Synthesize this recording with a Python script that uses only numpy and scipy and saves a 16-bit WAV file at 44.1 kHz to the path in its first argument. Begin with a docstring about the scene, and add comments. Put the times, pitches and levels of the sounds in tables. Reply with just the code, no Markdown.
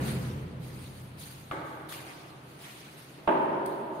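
"""A large bare room booms with the tail of a heavy thud; then two distant knocks on wood echo through it,
the second heavier, duller and led by a soft bump. Each hit is a short crack and snap, followed by a wash
of reflections and ringing tones. Slow steps scuff and swish in the room, each trailing off in its echo,
with a tick now and then, over a steady bed of rumble and hiss."""
import sys
import numpy as np
from scipy import signal
from scipy.fft import rfft, irfft, next_fast_len
from scipy.io import wavfile
from scipy.ndimage import uniform_filter1d, map_coordinates

SR = 44100
rng = np.random.default_rng(int(sys.argv[2]) if len(sys.argv) > 2 else 0)


def inscribe(sig):
    """Save sig as 16-bit PCM at rate SR to the path in sys.argv[1].

    A 1-D sig is mono; a 2-D sig holds one channel per row.
    Samples are clipped to [-1, 1] before scaling.
    """
    pcm = np.round(np.clip(np.atleast_2d(sig).T, -1, 1) * 32767)
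    wavfile.write(sys.argv[1], SR, pcm.astype(np.int16))


N = 176400

# stereo width of the room: f/Hz, side over mid/dB
STEREO_WIDTH = [(60, -24), (140, -18.5), (380, -7.5), (700, -2.5), (1150, 2), (2400, -0.5), (12000, 0)]


def knocks(crack_t60_s=0.021, push_hz=38.8):
    """Wood is touched, then cracks and snaps with a low push; a wall slaps back and the room answers."""
    # t/s, echo/dB, echo cutoff/Hz, hollow share/0-1, ring/dB, snap/dB, snap pitch/Hz, crack/dB,
    # push/dB, wall delay/s
    hits = [(1.5111, -38, 4400, 0.3, -17, -25, 1200, -32.5, -70, .018),
            (3.179, -55.5, 440, 0.7, -32.5, -76, 400, -71, -77, .02),
            (3.2746, -25, 3480, 0.99, -2, -19, 880, -27.5, -50, 0.032)]
    # strongest tones in the echo: f/Hz, relative level/dB, t60/s
    modes = [(152, -48.5, 8.1), (264, -38, 2.6), (324.4, -31, 1.45), (346, -36, 1.65), (370, -37.5, 4.6),
             (398, -32.5, 3.3), (553.3, -33, 2.3), (633.4, -35, 1.2), (656, -30, 1.54), (871, -29.5, 1.45),
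             (935, -31, 2.33), (946, -44, 2.5), (1035, -38, 2.6), (1206, -39, 0.5)]
    # colours of hard wood, hollow wood and the contact itself: f/Hz, relative level/dB
    hard_wood = [(30, -33), (150, -10), (260, -11.5), (310, 10), (360, -9.5), (460, -2), (560, -4),
                 (740, -1), (860, 2), (1000, -19), (1130, 8.5), (1280, 4), (1400, -3), (1550, 3),
                 (1850, -9.5), (2250, -3), (2550, -21), (3900, -12), (5200, -22.5), (9000, -9)]
    hollow_wood = [(30, -43), (110, -21), (170, -15), (225, -1.5), (280, -8.5), (315, 3), (345, 2),
                   (390, 3.5), (465, -8.5), (570, 1.5), (650, 2.5), (740, -7), (930, 6.5), (1110, -6.5),
                   (1260, -5), (1370, -11.5), (1470, -8), (2000, -18), (3200, -22.5), (4500, -38.5),
                   (9000, -50)]
    crack_colour = [(100, 4), (500, 8.5), (1400, 1), (2500, 0), (3300, -3.5), (4300, -20), (5500, -34),
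                    (9000, -42)]
    out = np.zeros((2, N))
    for start, echo_db, cutoff_hz, hollow, ring_db, snap_db, snap_hz, crack_db, push_db, wall_s in hits:
        t = np.maximum(clock() - start, 0)
        wood = lambda hz: amp(hollow * along(hollow_wood, hz) + (1 - hollow) * along(hard_wood, hz))
        tail = amp(echo_db) * echo(lambda hz: wood(hz) * lowpass(hz, cutoff_hz), start)
        tail *= 1 + amp(-5.5) * fade(t, t60=0.25)  # first reflections stand above the tail
        tail += amp(ring_db) * ringing(modes, start)
        tail *= amp(1.5 * wobble(per_s=220) * fade(t, t60=1.1))  # reflections come in lumps, then merge
        tail *= 1 - np.exp(-t / 0.00088)  # soften the echo's onset
        since_blow = t - 0.002  # the full blow lands just after the first touch
        touch = amp(-4.5) * burst(t, crack_t60_s)
        blow = burst(since_blow, crack_t60_s)
        slapback = amp(-13.5) * burst(t - wall_s, crack_t60_s)
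        crack = amp(crack_db) * rush(crack_colour) * (touch + blow + slapback)
        snap_shape = (since_blow > 0) * fade(since_blow - 0.002, t60=0.016)  # brief hold, fast decay
        snap = amp(snap_db) * np.sin(2 * np.pi * snap_hz * since_blow) * snap_shape
        push = amp(push_db) * np.sin(2 * np.pi * push_hz * t) * burst(t, t60=0.14)
        out += tail + crack + snap + push
    return out


def boom(level_db=-31.5):
    """The low tail of a heavy thud, already dying away, and the room modes it leaves ringing."""
    # colour of the tail: f/Hz, relative level/dB
    colour = [(25, -52), (42, -26), (60, -23), (92, -8.5), (106, -23), (122, -0.5), (160, -3.5), (182, -7),
              (215, -6.5), (290, -16.5), (350, -12.5), (430, -14.5), (465, -20), (505, -16.5), (660, -22.5),
              (1900, -27.5), (3000, -35), (6000, -78)]
    # room modes: f/Hz, level/dB, t60/s
    modes = [(60.3, -44, 4.1), (82.6, -43.5, 3.9), (91.25, -43.5, 6.5), (126.8, -42, 8.7),
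             (135.1, -41.5, 3.8), (240.5, -45.5, 3.7), (289.5, -45, 3.4), (496, -48, 3.8)]
    tail = amp(level_db) * echo(lambda hz: amp(along(colour, hz)), start=0, t60_share=0.8)
    return tail + ringing(modes, start=0)


def footsteps(body_lift_db=1.5, tick_width_s=0.0024):
    """Slow steps scuff and swish in the room, each trailing off in its echo; small ticks linger too."""
    # t/s, level/dB, rise/s, t60/s, body over fizz before the lift/dB
    scuffs = [(.08, -42, 0.11, 0.83, -5), (.235, -58, 0.045, 1.27, 5.5), (.65, -56, 0.068, 2.7, -2.5),
              (.84, -54.5, 0.12, 0.73, -3.5), (.99, -55.5, 0.085, 0.61, -38),
              (1.215, -46.5, 0.047, 1.22, -7.5), (1.665, -59.5, 0.037, 1.27, -5),
              (1.895, -44, 0.0096, 0.27, -15), (1.933, -45, 0.04, 0.48, -1), (2.1, -56, 0.25, 1.4, 4),
              (2.51, -60, 0.11, 1.5, -5), (2.625, -52, 0.054, 2.7, 1.5), (2.99, -57, 0.033, 0.97, -8),
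              (3.31, -63, .06, 1.3, -8), (3.96, -61.5, 0.056, 1.3, -15)]
    # t/s, level/dB, body over fizz/dB
    ticks = [(.227, -48, -18), (1.926, -46, 7), (3.662, -43, 0.5)]
    # a scuff's bright fizz and its midrange body: f/Hz, relative level/dB
    fizz_colour = [(800, -24), (2500, 0), (4500, 4), (5700, -9.5), (6500, 1), (7400, -7), (9000, 4.5),
                   (10300, 3), (11400, -1.5), (12100, 2.5), (15600, -8.5)]
    body_colour = [(200, -37), (700, -0.5), (2300, 3.5), (4300, -2), (6000, -6.5), (12000, -20)]
    fizz_power, body_power = np.zeros(N), np.zeros(N)
    for start, db, rise, t60, body_db in scuffs:
        t = clock() - start
        swell = amp(db) * np.clip(1 + t / rise, 0, 1) * fade(t, t60)
        fizz_power += swell ** 2
        body_power += (amp(body_db + body_lift_db) * swell) ** 2
    for start, db, body_db in ticks:
        t = clock() - start
        click = amp(db) * np.exp(-np.abs(t) / tick_width_s)
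        tail = amp(db - 12.5) * burst(t, t60=1)
        fizz_power += click ** 2 + tail ** 2
        body_power += (amp(body_db) * click) ** 2
    grain = amp(0.5 * wobble(per_s=260))
    fizz = np.sqrt(fizz_power) * patchy_flutter(rush(fizz_colour))
    body = np.sqrt(body_power) * patchy_flutter(rush(body_colour))
    return grain * (fizz + body)


def patchy_flutter(hiss, depth_db=3):
    """The hiss flickers in random patches of time and pitch."""
    spectra = signal.stft(hiss, nperseg=256)[2]
    patches = uniform_filter1d(rng.standard_normal(spectra.shape[1:]), 5, axis=0)
    patches = uniform_filter1d(patches, 9, axis=1)
    return unit(signal.istft(spectra * amp(depth_db * unit(patches)), nperseg=256)[1][:, :N])


def echo(colour, start, t60_share=1):
    """A wash of dense reflections, steady until start; then the treble dies sooner than the bass."""
    # the room's reverb time: f/Hz, t60/s
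    reverb_time = [(60, 4.3), (150, 4.6), (300, 3.8), (600, 3.4), (1000, 2.8), (2000, 2.26), (4000, 1.6),
                   (10000, 1.6)]
    hz, t, spectra = signal.stft(diffuse(colour), SR, nperseg=1024)
    decay = fade(t - start, t60_share * along(reverb_time, hz)[:, None])
    return signal.istft(spectra * decay, SR, nperseg=1024)[1][:, :N]


def ringing(modes, start, waver_rad=0.99):
    """Slightly wavering tones that decay from start; the higher ones reach the two ears out of step."""
    t, out = clock() - start, np.zeros((2, N))
    for hz, db, t60 in modes:
        phase = 2 * np.pi * (hz * t + rng.random()) + waver_rad * wobble(per_s=8)
        ear_offset = spread(hz) * np.array([[1], [-1]])
        out += amp(db) * fade(t, t60) * np.sin(phase + ear_offset)
    return out


def room_tone(rumble_db=-51, hiss_db=-68):
    """The bed: the building's steady rumble and a faint hiss."""
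    # colours of the two layers: f/Hz, relative level/dB
    rumble_colour = [(25, -28), (50, -15), (85, -10.5), (105, -17), (125, 0.5), (158, 4), (182, -9),
                     (198, -0.5), (220, -8), (290, -5), (400, -8), (450, -10), (850, -12.5), (1300, -13.5),
                     (1650, -17), (3000, -17.5), (5000, -22), (15000, -46)]
    hiss_colour = [(1000, -8.5), (3500, 0.5), (5500, -12), (7500, -14), (9500, -6.5), (15000, -17)]
    rumble = diffuse(lambda hz: amp(along(rumble_colour, hz)) * lowpass(hz, cutoff_hz=2500))
    return amp(rumble_db) * rumble + amp(hiss_db) * rush(hiss_colour)


def diffuse(colour):
    """Coloured stereo noise of rms 1 from all around: bass near mono, treble wide."""
    white = rng.standard_normal((2, N))
    mid, side = filtered(white, lambda hz: colour(hz) * [np.cos(spread(hz)), np.sin(spread(hz))])
    return unit(np.array([mid + side, mid - side]))


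def rush(spectrum):
    """Diffuse noise coloured by a table of f/Hz, level/dB."""
    return diffuse(lambda hz: amp(along(spectrum, hz)))


def spread(hz):
    """Angle from mid towards side, in radians."""
    return np.arctan(amp(along(STEREO_WIDTH, hz)))


def filtered(x, response):
    """EQ x with a gain curve over frequency."""
    size = next_fast_len(N + SR // 2)
    return irfft(rfft(x, size) * response(np.fft.rfftfreq(size, 1 / SR)), size)[..., :N]


def lowpass(hz, cutoff_hz):
    """Gain of a 12 dB per octave roll-off."""
    return 1 / np.sqrt(1 + (hz / cutoff_hz) ** 4)


def along(points, hz):
    """Read a curve of f/Hz, value on a log frequency axis."""
    freqs, values = np.transpose(points)
    return np.interp(np.log(hz + 1), np.log(freqs + 1), values)


def burst(t, t60, attack_s=0.00015):
    """A sharp attack at t = 0 and an exponential decay."""
    return (1 - np.exp(-np.maximum(t, 0) / attack_s)) * fade(t, t60)


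def fade(t, t60):
    """Full level until t = 0, then down 60 dB every t60 seconds."""
    return amp(-60 * np.maximum(t, 0) / t60)


def wobble(per_s):
    """A smooth random curve with per_s knots a second."""
    return map_coordinates(rng.standard_normal(int(N * per_s / SR) + 4), [clock() * per_s])


def clock():
    return np.arange(N) / SR


def amp(db):
    return 10 ** (np.asarray(db) / 20)


def unit(x):
    return x / np.sqrt(np.mean(x ** 2) + 1e-20)


def scene():
    """The mix, with the knocks a touch to the right."""
    return boom() + knocks() * amp([[-0.5], [0.5]]) + footsteps() + room_tone()


def record(dry):
    """A brick-wall cut takes off the very top."""
    return filtered(dry, lambda hz: hz < 15750)


dry = scene()
out = record(dry)
inscribe(out)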